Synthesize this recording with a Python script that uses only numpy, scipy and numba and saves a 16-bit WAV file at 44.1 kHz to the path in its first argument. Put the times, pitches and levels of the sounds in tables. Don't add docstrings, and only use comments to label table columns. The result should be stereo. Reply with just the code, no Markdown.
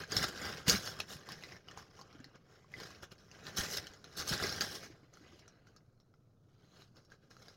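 import sys
import numpy as np
from scipy import signal
from scipy.fft import rfft, irfft
from scipy.io import wavfile
from scipy.ndimage import uniform_filter1d
from numba import njit

SR = 44100
rng = np.random.default_rng(int(sys.argv[2]) if len(sys.argv) > 2 else 0)


def master_out(mix):
    frames = np.transpose(np.atleast_2d(mix))
    ceiling = np.clip(frames, -1, 1)
    pcm = np.round(ceiling * 32767).astype(np.int16)
    wavfile.write(sys.argv[1], SR, pcm)


def magnitude_from_level(level_db):
    exponent = np.asarray(level_db, float) / 20
    return 10 ** exponent


N = 333396
DURATION_S = N / SR

# pitch_hz, level_db (per Hz)
PAPER_TONE = [(24, -41.5), (40, -11.5), (85, -1), (127, -5.5), (163, -3), (269, -9), (402, -4.5),
              (873, -10.5), (1410, -4), (2320, -8), (3060, -8.5), (3650, -9), (5310, -13.5), (8550, -11),
              (16000, -15.5)]
RIGHT_LAG, LAG_SPREAD = 3.98, 2.83


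def colour(x, points):
    hz, db = np.transpose(points)
    grid_hz = np.maximum(np.fft.rfftfreq(4096, 1 / SR), 1)
    log_gain = np.interp(np.log(grid_hz), np.log(hz), db) * np.log(10) / 20
    cepstrum = irfft(log_gain)
    cepstrum[1:2048] *= 2
    cepstrum[2049:] = 0
    response = irfft(np.exp(rfft(cepstrum)))
    return signal.fftconvolve(x, response[None], axes=1)[:, :N]


def highpass(x, hz, order):
    return signal.sosfilt(signal.butter(order, hz, "high", fs=SR, output="sos"), x)


def resonance(x, hz, width_hz):
    return signal.lfilter(*signal.iirpeak(hz, hz / width_hz, fs=SR), x)


def unit(x):
    return x / np.sqrt(np.mean(x ** 2))


def walk(rate, count):
    hold = int(SR / rate)
    steps = rng.standard_normal((count, N // hold + 1))
    return uniform_filter1d(np.repeat(steps, hold, axis=1), hold, axis=1)[:, :N]


@njit
def rings(start, hz, t60, size, rise, count, sr):
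    out = np.zeros(count)
    for k in range(len(start)):
        rate = 2j * np.pi * hz[k] / sr - np.log(1000) / (t60[k] * sr)
        first = int(np.ceil(start[k]))
        last = min(first + int(.8 * t60[k] * sr) + 2, count)
        z = size[k] * np.exp(rate * (first - start[k]))
        turn = np.exp(rate)
        swell = 1.
        for i in range(max(first, 0), last):
            swell *= np.exp(-1 / rise[k])
            out[i] += z.imag * (1 - swell)
            z *= turn
    return out


def ports(s, hz, t60, db, lag, pan_db, rise):
    hz = np.clip(hz, 30, .45 * SR)
    one = np.ones_like(s)
    pair = ((0, pan_db / 2), (lag, -pan_db / 2))
    return np.array([rings(s * SR + delay, hz, t60 * one, magnitude_from_level(db + gain_db), rise * one, N, 1. * SR)
                     for delay, gain_db in pair])


def swarm(s, size_db, lag, pan_db, pitch, lo_hz, hi_hz, cycles):
    hz = lo_hz * (hi_hz / lo_hz) ** pitch
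    level_db = size_db + 20 * np.log10(hz / 5000)
    return colour(ports(s, hz, cycles / hz, level_db, lag, pan_db, SR / hz), PAPER_TONE)


def hum():
    # pitch_hz, level_db (per Hz)
    hum_tone = [(18, -38), (30, -14.5), (79, -16), (105, -5), (150, -6.5), (200, -15), (280, -18.5),
                (500, -22.5), (950, -37.0), (1350, -32.0), (1850, -52), (2500, -55.0), (5600, -45.5),
                (6900, -46.5), (7500, -55.0), (16000, -54.5)][1:]
    mid, side = rng.standard_normal((2, N))
    side = highpass(side, 300, 1) + 0.13 * side
    noise = unit(colour(np.array([mid + side, mid - side]), hum_tone))
    return noise * magnitude_from_level(-66 + 1.3 * walk(7, count=1))


def handling():
    # peak_s, crinkle_db, rise_s, fall_s, slack_db (panels re crinkle)
    lift = [(0.0, -44.5, .05, 0.071, 1.5), (.13, -40, 0.049, 0.3, -0.5), (.175, -33.5, 0.031, 0.053, -3),
            (.24, -32.5, 0.058, 0.024, -0.5), (.285, -39.5, 0.023, 0.019, -3.5),
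            (.46, -41.5, 0.18, 0.19, 1.5), (.585, -51, 0.13, 0.064, 2.5), (.675, -38, 0.017, .02, 1.5),
            (.684, -23.5, 0.0065, 0.072, -7), (.705, -31.5, 0.038, 0.13, -4.5),
            (.738, -35.5, 0.064, 0.055, 8), (.865, -41, 0.084, 0.11, -4), (.93, -54.5, 0.025, 0.079, 7),
            (1.005, -49, 0.076, 0.064, 1), (1.118, -43, 0.053, 0.07, -7), (1.2, -58.5, 0.19, 0.073, 1.5),
            (1.315, -51, 0.092, 0.085, 2.5), (1.445, -57.5, 0.27, .2, -3), (1.54, -57, 0.27, 0.081, 6)]
    dangle = [(1.698, -60.5, 0.066, 0.22, 4), (1.778, -53, 0.023, 0.089, 0.5), (2.01, -60, 0.16, 0.027, 0),
              (1.86, -77, .15, 0.095, -5), (2.15, -67, 0.52, 0.37, 5), (2.354, -66, 0.024, 0.023, 10.5),
              (2.528, -65.5, 0.11, 0.22, 1.5), (2.811, -50.5, 0.11, 0.2, -0.7), (2.92, -65, 0.18, 0.33, 5),
              (3.033, -45.5, 0.014, 0.024, -0.5), (3.122, -52, 0.016, 0.021, -2.5),
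              (3.202, -66, 0.098, 0.34, -1), (3.35, -61.5, 0.085, 0.47, 3.5),
              (3.482, -48.5, 0.068, 0.051, 0.5), (3.55, -55, 0.088, .05, 1), (3.57, -37, .008, 0.061, -16),
              (3.586, -32.5, 0.026, 0.12, -3.5), (3.66, -47.5, 0.11, .1, 4),
              (3.727, -37, 0.063, 0.089, -7.5), (3.771, -34.5, 0.01, 0.022, -8.5),
              (3.788, -42.5, 0.062, 0.021, 0), (3.84, -54, 0.32, 0.13, 1.5), (3.95, -63, .2, .15, 0.5)]
    grab = [(4.046, -65, 0.015, .3, 7), (4.15, -60, 0.19, .1, -2), (4.173, -38.5, 0.0094, 0.079, -12),
            (4.211, -39.5, 0.058, 0.051, 0), (4.29, -35, 0.027, 0.044, -15), (4.335, -34, 0.1, 0.062, -1.5),
            (4.425, -36, 0.07, 0.17, -1.5), (4.54, -43.5, 0.037, 0.33, -1.5),
            (4.615, -37.5, 0.026, 0.1, -3.5), (4.749, -43, 0.16, 0.083, -6.5),
            (4.835, -49, 0.037, 0.076, -1.5), (4.93, -71.5, 0.15, 0.11, 16)]
    turn = [ (5.04, -74, 0.11, 0.11, 5), (5.138, -64, 0.03, 0.22, -2), (5.25, -67.5, 0.07, 0.52, 7.5),
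            (5.3, -74, 0.17, 0.35, -1), (5.405, -66.5, 0.28, 0.027, -4), (5.49, -85.5, 0.036, 0.057, -1),
            (5.678, -70, 0.029, .08, 1), (5.77, -81, 0.059, 0.054, 13), (6.53, -77.5, .15, .15, -1),
            (6.641, -71, 0.12, 0.13, -1), (6.8, -61, 0.15, 0.11, -2), (6.969, -65, 0.039, 0.095, 0),
            (7.128, -64.5, 0.051, 0.051, 1.5), (7.244, -72.5, 0.073, 0.072, 1.5),
            (7.307, -62.5, 0.014, 0.092, -2.5), (7.43, -60.5, 0.092, 0.16, -2.5), (7.5, -66, .08, 0.17, -2)]
    swing_db = 20
    rounding = 1.35
    rest_db, rest_slack_db = -87.5, 1.9

    s, db, rise_s, fall_s, slack_db = np.concatenate([lift, dangle, grab, turn]).T[..., None]
    t = np.arange(0, DURATION_S, .001)
    from_peak = np.where(t < s, (s - t) / rise_s, (t - s) / fall_s)
    power = magnitude_from_level(db - swing_db * from_peak ** rounding) ** 2
    rest = magnitude_from_level(rest_db) ** 2
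    total = power.sum(axis=0) + rest
    slack = ((power * slack_db).sum(axis=0) + rest * rest_slack_db) / total
    sample_s = np.arange(N) / SR
    return np.interp(sample_s, t, 10 * np.log10(total)), np.interp(sample_s, t, slack)


def crinkle(crinkle_db, panel_db, fine_db, count=30000, folds=7):
    # start_s, pitch_hz
    panel_path = [(0.0, 1465), (1.22, 1470), (1.5, 2100), (1.75, 1040), (2.07, 1090), (2.21, 1490),
                  (2.45, 1086), (2.6, 1960), (2.76, 1960), (3.0, 1245), (3.77, 1810), (4.08, 1356),
                  (4.72, 1580), (4.9, 2120), (4.98, 1400), (5.22, 1340), (5.28, 2950), (5.39, 2900),
                  (5.45, 1450), (6.5, 1274), (7.1, 1447), (7.4, 1330)]
    # start_s, pitch_hz
    facet_path = [(0.0, 4880), (.7, 5100), (.9, 5350), (2.9, 5270), (3.58, 5860), (3.8, 5420), (4.7, 5220),
                  (6.55, 3720), (6.85, 4470), (7.05, 5400), (7.45, 5580)]
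    fine_evenness = 0.7

    s = np.sort(rng.random(count)) * DURATION_S
    size_luck, *free_pitch, fold_luck, held_luck = rng.random((count, 6)).T
    lag_odd, pan_odd, *own_odd = rng.standard_normal((count, 5)).T
    facet_odd, panel_odd = own_odd[1:]

    grip = (s / .13).astype(int)
    fold_pitch = rng.random((200, folds, 3))[grip, (fold_luck * folds).astype(int)].T
    panel_hz = np.interp(s, *np.transpose(panel_path)) * (1 + .09 * panel_odd)
    panel_pitch = np.log(panel_hz / 720) / np.log(3000 / 720)
    fold_pitch[0] = np.where(fold_luck < .6, panel_pitch, fold_pitch[0])
    facet_hz = np.interp(s, *np.transpose(facet_path)) * (1 + 0.061 * facet_odd)
    facet_pitch = np.log(facet_hz / 2876) / np.log(7300 / 2876)
    fold_pitch[1] = np.where(fold_luck < .4, facet_pitch, fold_pitch[1])

    size_db = -2.3 * np.log(1 - size_luck) + 3.0 * walk(60, count=1)[0, (s * SR).astype(int)]
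    lag, pan_db = RIGHT_LAG + LAG_SPREAD * lag_odd, 1.8 + 4.6 * pan_odd
    # low Hz, high Hz, cycles to fade 60 dB, own scatter dB, share on held folds, level dB
    parts = ((724.0, 3176, 28.0, 2.0, 0.5, crinkle_db + panel_db + 0.053),
             (2789, 7330, 62.0, 0.99, 0.5, crinkle_db - 3.0),
             (7300, 16500, 60.0, 1.5, 0.08, crinkle_db + fine_db + 2.5))
    out = 0
    for k, (lo_hz, hi_hz, cycles, own_db, held, db) in enumerate(parts):
        pitch = np.where(held_luck < held, fold_pitch[k], free_pitch[k])
        evenness = fine_evenness if k == 2 else 0
        grain_db = size_db * (1 - evenness) + own_db * own_odd[k]
        layer = swarm(s, grain_db, lag, pan_db, pitch, lo_hz, hi_hz, cycles)
        power = uniform_filter1d(np.mean(layer ** 2, axis=0), size=1800)
        out = out + layer / np.sqrt(power + 1e-12) * magnitude_from_level(db)
    return out


def snaps(count=9):
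    # start_s, facet_peak_db, pitch_hz, panel_db (re facet)
    facet_snaps = [(0.1198, -21, 4800, -17), (0.1671, -15, 5340, -10), (0.2408, -26.5, 5030, 5),
                   (0.6801, -17, 4500, -17), (0.6968, -11, 4780, -30), (.6965, -15, 6650, -26),
                   (3.869, -33, 3070, -10), (3.4665, -43, 5600, 4), (7.31, -55.5, 5360, -5),
                   (1.321, -31.5, 4850, -19), (2.128, -51.5, 5290, -4.5), (2.8341, -36, 5080, -6),
                   (3.0295, -46, 2920, -5), (3.1214, -67, 3280, 5), (3.4676, -35, 3660, -4),
                   (3.77, -31, 5360, -19), (3.8694, -37.5, 5900, -27), (3.9361, -42.5, 6680, -17),
                   (4.1377, -49.5, 5240, -8), (4.2, -26.5, 5260, -14), (4.2926, -20, 5180, -15),
                   (4.3361, -22, 4300, -14), (4.4262, -22.5, 5000, -3.5), (4.459, -30, 5240, -1),
                   (4.4933, -25, 4840, -8), (4.6086, -16.5, 4780, -10), (4.6197, -22, 3100, -4),
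                   (4.661, -34.5, 5450, -14), (5.393, -46.5, 5610, -18), (5.4793, -42.5, 5740, -4.5),
                   (6.0007, -57, 5540, -7), (6.8202, -49, 3890, 1.5), (7.0492, -52, 5550, -9.5),
                   (7.4832, -43, 4980, -4.5)]
    # start_s, facet_peak_db, pitch_hz, panel_db (re facet)
    panel_snaps = [(0.0365, -41, 1630, 6.5), (1.0028, -24, 2620, -2.5), (1.233, -47, 1800, -3),
                   (1.289, -35.5, 1080, -3.5), (1.3078, -46, 1670, 4), (1.4248, -40.5, 2730, -2.5),
                   (1.4367, -37.5, 2040, -1.5), (1.685, -44.5, 2940, 5.5), (1.712, -43.5, 1800, -1.5),
                   (1.7745, -40.5, 970, 5.5), (1.9914, -48.5, 1050, 6), (2.0126, -41.5, 1020, -1),
                   (2.202, -52.5, 1670, 1), (2.2435, -41, 1880, -5), (2.645, -66.5, 1080, 15),
                   (2.739, -45.5, 2035, 14), (2.8012, -36, 980, -3), (2.872, -45, 1650, -0.5),
                   (3.3139, -43, 2730, 0.5), (3.661, -44, 2640, 8), (4.0427, -39, 1400, -8.5),
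                   (4.4, -31, 1400, 0.5), (5.1382, -50, 1390, -5), (5.171, -47, 1364, 1.5),
                   (5.6701, -53, 1420, -2.5), (5.7632, -44, 1304, -11.5), (6.1396, -63.5, 1360, 6.5),
                   (7.119, -54.5, 1570, 10), (7.3115, -49, 1656, -2), (7.367, -50, 1330, 1.5)]
    # start_s, peak_db, pitch_hz
    small_snaps = [(0.0767, -42, 1460), (0.1092, -35, 4660), (0.2284, -20, 1510), (0.283, -30, 1720),
                   (0.376, -33, 1470), (0.6694, -33, 4210), (0.8315, -33, 5400), (0.8746, -23, 5350),
                   (0.9905, -31.5, 5270), (1.0884, -37, 1700), (1.1003, -39, 5600), (1.1892, -45, 1080),
                   (1.269, -41, 2000), (1.39, -44, 5930), (1.4656, -44, 2110), (1.508, -50, 1640),
                   (1.5349, -44, 2130), (2.171, -61, 2110), (2.357, -48.5, 1550), (2.783, -48, 1080),
                   (2.905, -39.5, 1100), (2.949, -45, 5350), (3.1812, -48, 5250), (3.3368, -53, 1160),
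                   (3.3662, -61, 2120), (3.3912, -48.5, 1740), (3.4535, -45, 3640), (3.57, -28, 5670),
                   (3.5784, -32, 6500), (3.5837, -20, 6160), (3.71, -44, 5380), (3.7274, -40, 5200),
                   (4.175, -29, 3970), (4.184, -27, 5400), (4.2738, -26.5, 5100), (4.378, -27, 4970),
                   (4.5255, -25.5, 5480), (4.752, -34, 4800), (4.8294, -43, 1400), (5.236, -60.5, 1268),
                   (6.968, -50, 4500), (7.1013, -53.5, 1560), (7.3438, -50.5, 1264), (7.4203, -46, 1290)]
    small_db, small_panel_db = -3.5, -5

    small = np.insert(small_snaps, 3, small_panel_db, axis=1) + [0, small_db, 0, 0]
    s, db, hz, panel_db = np.concatenate([facet_snaps, panel_snaps, small]).T
    edge_db = -1 + 0.046 * panel_db
    luck = rng.random((len(s), count, 6))
    lag = RIGHT_LAG + LAG_SPREAD * (luck[:, 0, 5] - .5)
    low = hz < 3000
    panel_hz = np.where(low, hz, 1200 + 500 * luck[:, 1, 5])
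    facet_hz = np.where(low, 4000 + 2800 * luck[:, 1, 5], hz)
    out = ports(s, panel_hz, np.where(low, .016, .011), db + panel_db + 5.5, lag, 1.3, 25.0)
    out += ports(s, facet_hz, 0.009, db + np.where(low, -2.5, 3.0), lag, 1.9, 12.0)

    start_luck, mid_luck, top_luck, late_luck, shower_pitch = luck[..., :5].reshape(-1, 5).T
    lags, level_db = np.repeat(lag, count), np.repeat(db, count)
    top_db = level_db + np.repeat(edge_db, count) - 16.0
    low_db = level_db + np.repeat(np.minimum(panel_db, 4.0), count) - 7.5
    start = np.repeat(s, count) + .0016 * start_luck ** 2
    out += ports(start, 3200 + 4100 * mid_luck, 0.0058, level_db - 5.5, lags, 1.9, 3.4)
    out += ports(start, 8300 + 7500 * top_luck, .005, top_db, lags, 1.1, 14.0)
    out += ports(start, 800 + 2200 * top_luck, 0.0037, low_db, lags, 0.8, 2.4)

    late_s = .002 - 0.0043 * np.log(1 - late_luck)
    shower_db = level_db - 7.5 - 350 * late_s
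    return out + swarm(start + late_s, shower_db, lags, 1.1, shower_pitch, 1400, 9000, 34.0)


def ticks(count=14):
    # start_s, peak_db
    edge_ticks = [(0.1206, -29), (0.167, -39), (.2385, -27), (3.769, -60), (4.4262, -28), (7.049, -63),
                  (3.5783, -24), (3.594, -32), (0.2838, -45), (0.6963, -14.5), (0.7454, -40), (1.0016, -20),
                  (1.1682, -35), (1.29, -33), (1.3199, -28), (1.712, -62), (1.7744, -50), (2.2428, -46),
                  (2.7192, -44), (3.4654, -59), (3.7484, -50), (3.7884, -50), (3.9225, -59), (4.1719, -46),
                  (4.2931, -24.5), (4.3764, -39), (4.3999, -48), (4.4363, -46), (4.5246, -25),
                  (4.6084, -22), (4.6349, -37), (5.3941, -47.5), (5.4779, -52.5), (5.6684, -58),
                  (7.1177, -54), (7.4829, -66.5)]
    s, db = np.repeat(edge_ticks, count, axis=0).T
    pitch = (np.tile(np.arange(count), len(edge_ticks)) + rng.random(len(s))) / count
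    return ports(s, 2500 + 13000 * pitch ** 1.2, 0.002, db - 5.0 - 8.0 * pitch, RIGHT_LAG, 1.1, 3.0)


def box(push_db, count=9000):
    # start_s, peak_db, pitch_hz
    knocks = [(0.164, -29, 120), (0.681, -21.5, 162), (.69, -26.5, 478), (0.741, -22.5, 195),
              (1.156, -39, 142), (2.15, -44, 293), (2.193, -47, 122), (2.202, -41.5, 260), (3.898, -51, 60),
              (2.709, -50, 186), (3.025, -61, 117), (3.459, -62, 285), (3.585, -37, 60), (3.6, -36, 40),
              (4.329, -32, 75), (.72, -34, 80), (0.601, -47, 330), (5.03, -53, 300), (3.722, -42, 440),
              (4.193, -38, 95), (4.314, -27, 166), (4.443, -28.5, 390), (4.61, -44.5, 389),
              (4.899, -43.5, 323), (4.934, -49, 150), (5.209, -47.5, 307), (5.33, -46, 336),
              (2.262, -50, 281)]
    s = np.sort(rng.random(count)) * DURATION_S
    pitch_luck, size_luck, lag_luck = rng.random((count, 3)).T
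    hz = 45 * (1000 / 45) ** np.sqrt(pitch_luck)
    size_db = -1.2 * np.log(1 - size_luck) + 12.9 * np.log10(hz)
    lag = RIGHT_LAG + 30.0 * (lag_luck - .35)
    rub = colour(ports(s, hz, 5.34 / hz, size_db, lag, 1.5, .6 * SR / hz), PAPER_TONE)

    knock_s, knock_db, knock_hz = np.transpose(knocks)
    knocking = ports(knock_s, knock_hz, 0.051, knock_db, RIGHT_LAG + 9.0, 1.1, 60.0)
    return unit(rub) * magnitude_from_level(push_db - 0.9) + knocking


def housing(paper):
    # pitch_hz, width_hz, level_db
    case = [
        (1400, 500, -20.5),
        (4100, 440, -5.5),
        (4817, 1300, -5.5),
        (5350, 450, -1),
        (6330, 490, -10),
    ]
    for hz, width_hz, db in case:
        paper = paper + magnitude_from_level(db) * resonance(paper, hz, width_hz)
    return paper


def room(dry):
    t60_s, dull_hz, level_db = 0.085, 6840, -9
    t = np.arange(int(.5 * SR)) / SR
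    mid, side = rng.standard_normal((2, len(t))) * magnitude_from_level(-60 * t / t60_s) * (t > .002)
    side = highpass(side, 500, 2)
    dull = signal.butter(1, dull_hz, fs=SR, output="sos")
    tail = signal.sosfilt(dull, np.array([mid + side, mid - side]))
    tail /= np.sqrt(np.sum(tail ** 2) / 2)
    return signal.fftconvolve(dry, tail, axes=1)[:, :N] * magnitude_from_level(level_db)


def shadow(heard):
    # pitch_hz, width_hz
    shadows = [
        [(880, 160), (9000, 1600)],
        [(7700, 700), (12300, 300)],
    ]
    heard = list(heard)
    for port, dips in enumerate(shadows):
        for hz, width_hz in dips:
            heard[port] = heard[port] - 0.67 * resonance(heard[port], hz, width_hz)
    return np.array(heard)


def scene():
    crinkle_db, panel_db = handling()
    effort_db = crinkle_db + 50
    push_db = -52 + 0.774 * effort_db + 0.66 * panel_db
    fine_db = -13.5 + 0.1263 * effort_db - 0.42 * panel_db
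    cracks = highpass(snaps() + ticks(), 250, 2)
    paper = housing(crinkle(crinkle_db, panel_db, fine_db) + cracks) * magnitude_from_level(-3.5)
    return shadow(paper + room(paper) + box(push_db)) + hum()


def top_cut(x):
    return signal.sosfilt(signal.butter(12, 16830, fs=SR, output="sos"), x)


def record(dry):
    cut = signal.sosfilt(signal.ellip(8, .2, 60, 16000, fs=SR, output="sos"), dry)
    return top_cut(cut)


dry = scene()
out = record(dry)
master_out(out)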